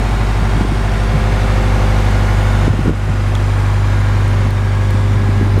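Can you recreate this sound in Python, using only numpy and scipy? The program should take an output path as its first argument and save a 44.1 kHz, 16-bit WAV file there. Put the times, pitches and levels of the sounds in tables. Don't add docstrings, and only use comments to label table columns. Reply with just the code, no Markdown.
import sys
import numpy as np
from scipy import signal
from scipy.fft import rfft, irfft, next_fast_len
from scipy.io import wavfile
from scipy.ndimage import uniform_filter1d, map_coordinates

SR = 44100
rng = np.random.default_rng(int(sys.argv[2]) if len(sys.argv) > 2 else 0)


def undo_db(level):
    steps = np.asarray(level, float) / 20
    return 10 ** steps


def store_pcm(level_fs):
    pcm = np.round(np.clip(level_fs, -1, 1) * 32767).astype(np.int16)
    wavfile.write(sys.argv[1], SR, np.atleast_2d(pcm).T)


N = 246954
T = np.arange(N) / SR

CYCLE_HZ = 12.3875
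CREST_TO_CREST_S = 4.45
MAST_SHADE_DB, MAST_PASSED_S = 15, 0.99
HISS_DB, HISS_TURNED_DB = -17.5, -18.5
DUCK_S, RECOVER_S = 0.027, 0.28
HARD_CYCLES, CYCLES_PER_DB = 1, 0.1
CLICK_T60_S = 0.0056

# start in seconds, end in seconds.
TURN = (1.45, 3.4)
# time in seconds, how much earlier sound arrives in ms.
WALK = [
    (0, 8.6),
    (2.05, 11.65),
    (2.75, 10.05),
    (5.6, 8.1),
]
STANDING_ORDERS = (4, 8, 9, 17, 32, 42)
# first level in dB over the roar, last level in dB, swing in dB, first loud spot in seconds.
STANDING = [
    (11, 9.5, 0, 1.6),
    (3.5, 16.5, 0.86, 3.4),
    (2.5, -21, 3, 1.5),
    (-7.5, -5, 2, 1.3),
    (-16, -11, 4.5, 1.02),
    (-9, -14, -0.5, 3.8),
]
# multiple of the engine cycle, dB over the roar before the turn, dB after it.
ORDERS_DB = [(7, -11, -13), (10, -13, -4), (13, -17, -14), (16, -15, -12), (18, -11, -22), (20, -15, -8),
             (24, -15, -20), (28, -14, -11), (31, -21, -17), (40, -14, -21), (56, -13, -26), (60, -15, -16),
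             (61, -17, -24), (64, -19, -18), (67, -19, -17), (70, -21, -21), (84, -23, -24)]
# frequency in Hz, level in dB per Hz.
ROAR = [(10, -40), (30, -34), (60, -12), (115, -17.5), (200, -17.5), (370, -22), (430, -25.5), (600, -23.5),
        (850, -23), (1440, -26), (2200, -28.5), (2600, -33), (7000, -48.5), (15400, -120)]
# frequency in Hz, level in dB per Hz.
HISS = [(2940, 4), (5000, -0.5), (8920, -5.5), (12900, -15.5), (15700, -20)]
WHINES = {(0, 2.6): [(1045, 35, -19), (1442, 18, -18), (1650, 50, -19), (2190, 80, -21), (3630, 90, -26),
          (9900, 250, -37)], (1.8, 3.6): [(1090, 50, -20), (1442, 12, -15.5), (9220, 90, -35),
          (12600, 150, -39)], (3.3, 5.6): [(1010, 35, -17), (1110, 50, -16.5), (1611, 10, -16.5),
          (2020, 70, -22), (3600, 200, -27), (11100, 250, -39)], (3.4, 4.4): [(1442, 16, -18),
          (8670, 200, -36), (13700, 250, -45)], (4.5, 5.6): [(1659, 6, -14), (8660, 160, -33),
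          (12500, 200, -43)]}
# time in seconds, roar level in dB.
LEVEL = [
    (0, -25.5),
    (1.1, -24.5),
    (1.7, -23.5),
    (2.67, -24),
    (3.8, -26),
    (5.6, -27.6),
]
# time in seconds, depth in dB.
DUCKS = [
    (.61, 1.8),
    (2.675, 4.9),
    (2.89, 5.5),
    (4.47, 2.5),
]
# time in seconds, peak in dB, frequency in Hz.
PUSHES = [(.01, -21, 150), (.555, -14, 151), (.5625, -10, 199), (.5805, -14, 228), (.651, -8.5, 302),
          (.722, -10, 260), (1.37, -15, 200), (2.674, -21, 150), (2.6801, 0.5, 212), (2.706, -4, 100),
          (2.715, -16, 110), (2.738, -19, 472), (2.793, -10, 252), (2.852, -14, 250), (2.860, -8, 345),
          (2.872, -9, 256), (2.882, 2.5, 161), (2.895, -3, 297), (2.907, -11, 251), (4.457, -14.5, 220),
          (4.47, -17, 142), (4.946, -9, 190), (5.292, -9, 250), (5.43, -7.5, 201), (5.543, -16, 220),
          (5.561, -8, 111), (5.569, -18, 510), (5.579, -8, 332)]
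# time in seconds, peak in dB, frequency in Hz.
PULLS = [(.427, -7, 133), (.6105, -4, 250), (.731, -16, 202), (1.245, -14, 130), (2.742, -12, 222),
         (2.816, -10, 128), (4.424, -20, 90), (4.953, -10, 111), (5.47, -15, 250), (5.4135, -5, 264)]
# time in seconds, peak in dB, frequency in Hz, length in cycles.
THUDS = [
    (.620, -12.5, 169, 4.7),
    (1.154, -8, 143, 4.9),
    (1.159, -20, 245, 11.6),
    (1.201, -15, 70, 3.9),
    (3.104, -17, 150, 2.3),
    (5.164, -16.5, 120, 7.8),
]
# time in seconds, peak in dB, ring in Hz,
# share of ring from 0 to 1, crack in Hz.
CLICKS = [
    (3.3495, -22, 4000, .4, 7500),
    (3.3528, -11, 3400, .62, 6500),
    (3.732, -27, 8500, .4, 12000),
    (4.2795, -26, 8500, .3, 9000),
    (4.5062, -19, 4200, .5, 9800),
    (4.9065, -19.5, 4300, .35, 9000),
    (5.59, -28, 4000, .1, 12000),
]
# start in seconds, end in seconds, level in dB.
RUSTLE = [
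    (0, 0.784, -27),
    (1.1, 1.39, -32),
    (2.64, 2.924, -24.5),
    (3.085, 3.14, -26),
    (4.286, 4.5, -28.5),
    (4.9, 4.995, -27),
    (5.083, 5.6, -27.5),
]


def unit(x):
    return x / np.sqrt(np.mean(x ** 2) + 1e-20)


def curves(rows):
    s, *cols = np.transpose(rows)
    return [np.interp(T, s, c) for c in cols]


def wobble(rate):
    return map_coordinates(rng.standard_normal(int(N * rate / SR) + 4), [T * rate])


def filtered(x, response):
    m = next_fast_len(len(x) + 8192)
    return irfft(rfft(x, m) * response(np.fft.rfftfreq(m, 1 / SR)), m)[:len(x)]


def colour(points):
    f, db = np.transpose(points)
    return lambda hz: undo_db(np.interp(np.log(hz + 1), np.log(f), db))


def resonance(centre_hz, width_hz):
    return lambda f: 1j * f * width_hz / (centre_hz ** 2 - f * f + 1j * f * width_hz)


def patchy(depth_db):
    z = signal.stft(rng.standard_normal(N + 2048), nperseg=1024)[2]
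    field = uniform_filter1d(rng.standard_normal(z.shape), size=3, axis=0)
    field = uniform_filter1d(field, size=70, axis=1)
    return unit(signal.istft(z * undo_db(depth_db * unit(field)), nperseg=1024)[1][:N])


def crank():
    lead_s = curves(WALK)[0] / 1000
    return 2 * np.pi * (CYCLE_HZ * (T + lead_s) + 1 / 4)


def mast_shade():
    return np.interp(T, [0, MAST_PASSED_S], [MAST_SHADE_DB, 0])


def standing():
    first, last, swing, crest = np.transpose(STANDING)[..., None]
    drift = first + (last - first) * T / T[-1]
    db = drift + swing * np.cos(2 * np.pi * (T - crest) / CREST_TO_CREST_S)
    db[-1] -= mast_shade()
    return db


def tones(angle):
    fire, double, ninth, *pump = standing()
    turned = np.interp(T, TURN, [0, 1])
    shade = mast_shade()
    out = undo_db(fire) * np.cos(4 * angle + .35 * turned)
    out += undo_db(double) * np.cos(8 * angle)
    out += undo_db(ninth) * np.cos(9 * angle - .5 + 1.3 * turned)
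    out += undo_db(-5) * np.cos(12 * angle + 1.9)
    levels = [(order, db + 1) for order, db in zip(STANDING_ORDERS[3:], pump)]
    for order, before, after in ORDERS_DB:
        order = round(order)
        levels.append((order, before + (after - before) * turned - shade * (order == 40)))
    for order, db in levels:
        phase = 2 * np.pi * rng.random() + .012 * (order + 15) * wobble(2.5)
        out += undo_db(db + 1.1 * wobble(2.5)) * np.cos(order * angle + phase)
    return undo_db(2.5) * out


def clatter(angle):
    length = round(SR / CYCLE_HZ)
    place = angle / (2 * np.pi) % 1 * length
    patterns = rng.standard_normal((8, length))
    paths = np.array([wobble(1.2) for _ in patterns])
    paths /= np.linalg.norm(paths, axis=0)
    out = np.zeros(N)
    for gain, pattern in zip(paths, patterns):
        out += gain * map_coordinates(pattern, [place], order=1, mode="grid-wrap")
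    return unit(out)


def roar(angle):
    beat = 1 + .06 * np.cos(4 * angle) + .08 * np.cos(angle)
    beat += .06 * np.cos(5 * angle) + .04 * np.cos(8 * angle)
    knock = filtered(clatter(angle),
                     lambda hz: np.interp(hz, [130, 560], [.3, 1], left=0) / (1 + (hz / 2400) ** 2))
    body = filtered(patchy(depth_db=1.5) * beat + undo_db(0.5) * knock, colour(ROAR))
    body -= 0.45 * np.interp(T, TURN, [0, 1]) * filtered(body, resonance(720, 150))
    body /= np.std(filtered(body, lambda hz: (hz > 800) & (hz < 8000)))
    flutter = (1 + .03 * np.cos(4 * angle)) * undo_db(0.31 * wobble(24.95))
    hiss = filtered(patchy(depth_db=2.5) * flutter, colour(HISS))
    hiss /= np.std(filtered(hiss, lambda hz: hz > 6000))
    hiss_db = np.interp(T, TURN, [HISS_DB, HISS_TURNED_DB]) - 1.17
    return undo_db(-2.58) * body + undo_db(hiss_db) * hiss


def whines():
    out = np.zeros(N)
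    for (start, end), lines in WHINES.items():
        heard = np.interp(T, [start - .2, start + .1, end - .1, end + .2], [0, 1, 1, 0])
        for hz, width_hz, db in lines:
            whine = filtered(rng.standard_normal(N), lambda f: resonance(hz, width_hz)(f) ** 2)
            out += undo_db(db) * heard * unit(whine)
    return out


def gain_db():
    ducks = np.zeros(N)
    for s, db in DUCKS:
        ducks += db * np.clip((T - s) / DUCK_S, 0, 1) * np.exp(-np.maximum(T - s, 0) / RECOVER_S)
    return curves(LEVEL)[0] - ducks


def bumps():
    hits = []
    for rows, way in ((PUSHES, 1), (PULLS, -1)):
        hits += [(s, db, hz, HARD_CYCLES - CYCLES_PER_DB * db, way) for s, db, hz in rows]
    hits += [(*row, -1) for row in THUDS]
    out = np.zeros(N + SR)
    u = np.arange(-2000, 2000) / SR
    for s, db, hz, cycles, way in hits:
        swing = np.exp(-(3.14 * u * hz / cycles) ** 2) * np.cos(2 * np.pi * hz * u)
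        out[round(s * SR):][:len(u)] += way * undo_db(db) * swing
    return out[2000:N + 2000]


def clicks():
    out = np.zeros(N + SR)
    t = np.arange(600) / SR
    for s, db, ring_hz, share, crack_hz in CLICKS:
        noise = rng.standard_normal(len(t))
        crack = unit(filtered(noise, lambda f: resonance(crack_hz, .7 * crack_hz)(f) ** 2)) / 2
        ring = np.sin(2 * np.pi * ring_hz * t)
        fade = undo_db(db - 60 * t / CLICK_T60_S) * (1 - np.exp(-t / .0006))
        out[round(s * SR):][:len(t)] += 2.5 * fade * (share * ring + (1 - share) * crack)
    return out[:N]


def rustle():
    level = np.zeros(N)
    for start, end, db in RUSTLE:
        level += undo_db(db) * np.interp(T, [start - .03, start, end, end + .04], [0, 1, 1, 0])
    lumps = rng.standard_normal(N) * undo_db(5 * wobble(30))
    return level * unit(filtered(lumps, lambda f: resonance(105, 160)(f) ** 2))


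def scene():
    angle = crank()
    rig = tones(angle) + roar(angle) + whines()
    hand = bumps() + clicks() + rustle()
    return (undo_db(gain_db()) * rig + hand)[None]


def band_limit(x):
    return signal.sosfilt(signal.butter(12, 15820, fs=SR, output="sos"), x)


def record(dry):
    x = filtered(dry[0], lambda hz: hz ** 2 / (hz ** 2 + 12 ** 2) * (hz < 15800))[None]
    x = x / (1 + np.abs(x / .95) ** 8) ** (1 / 8)
    return band_limit(x)


dry = scene()
out = record(dry)
store_pcm(out)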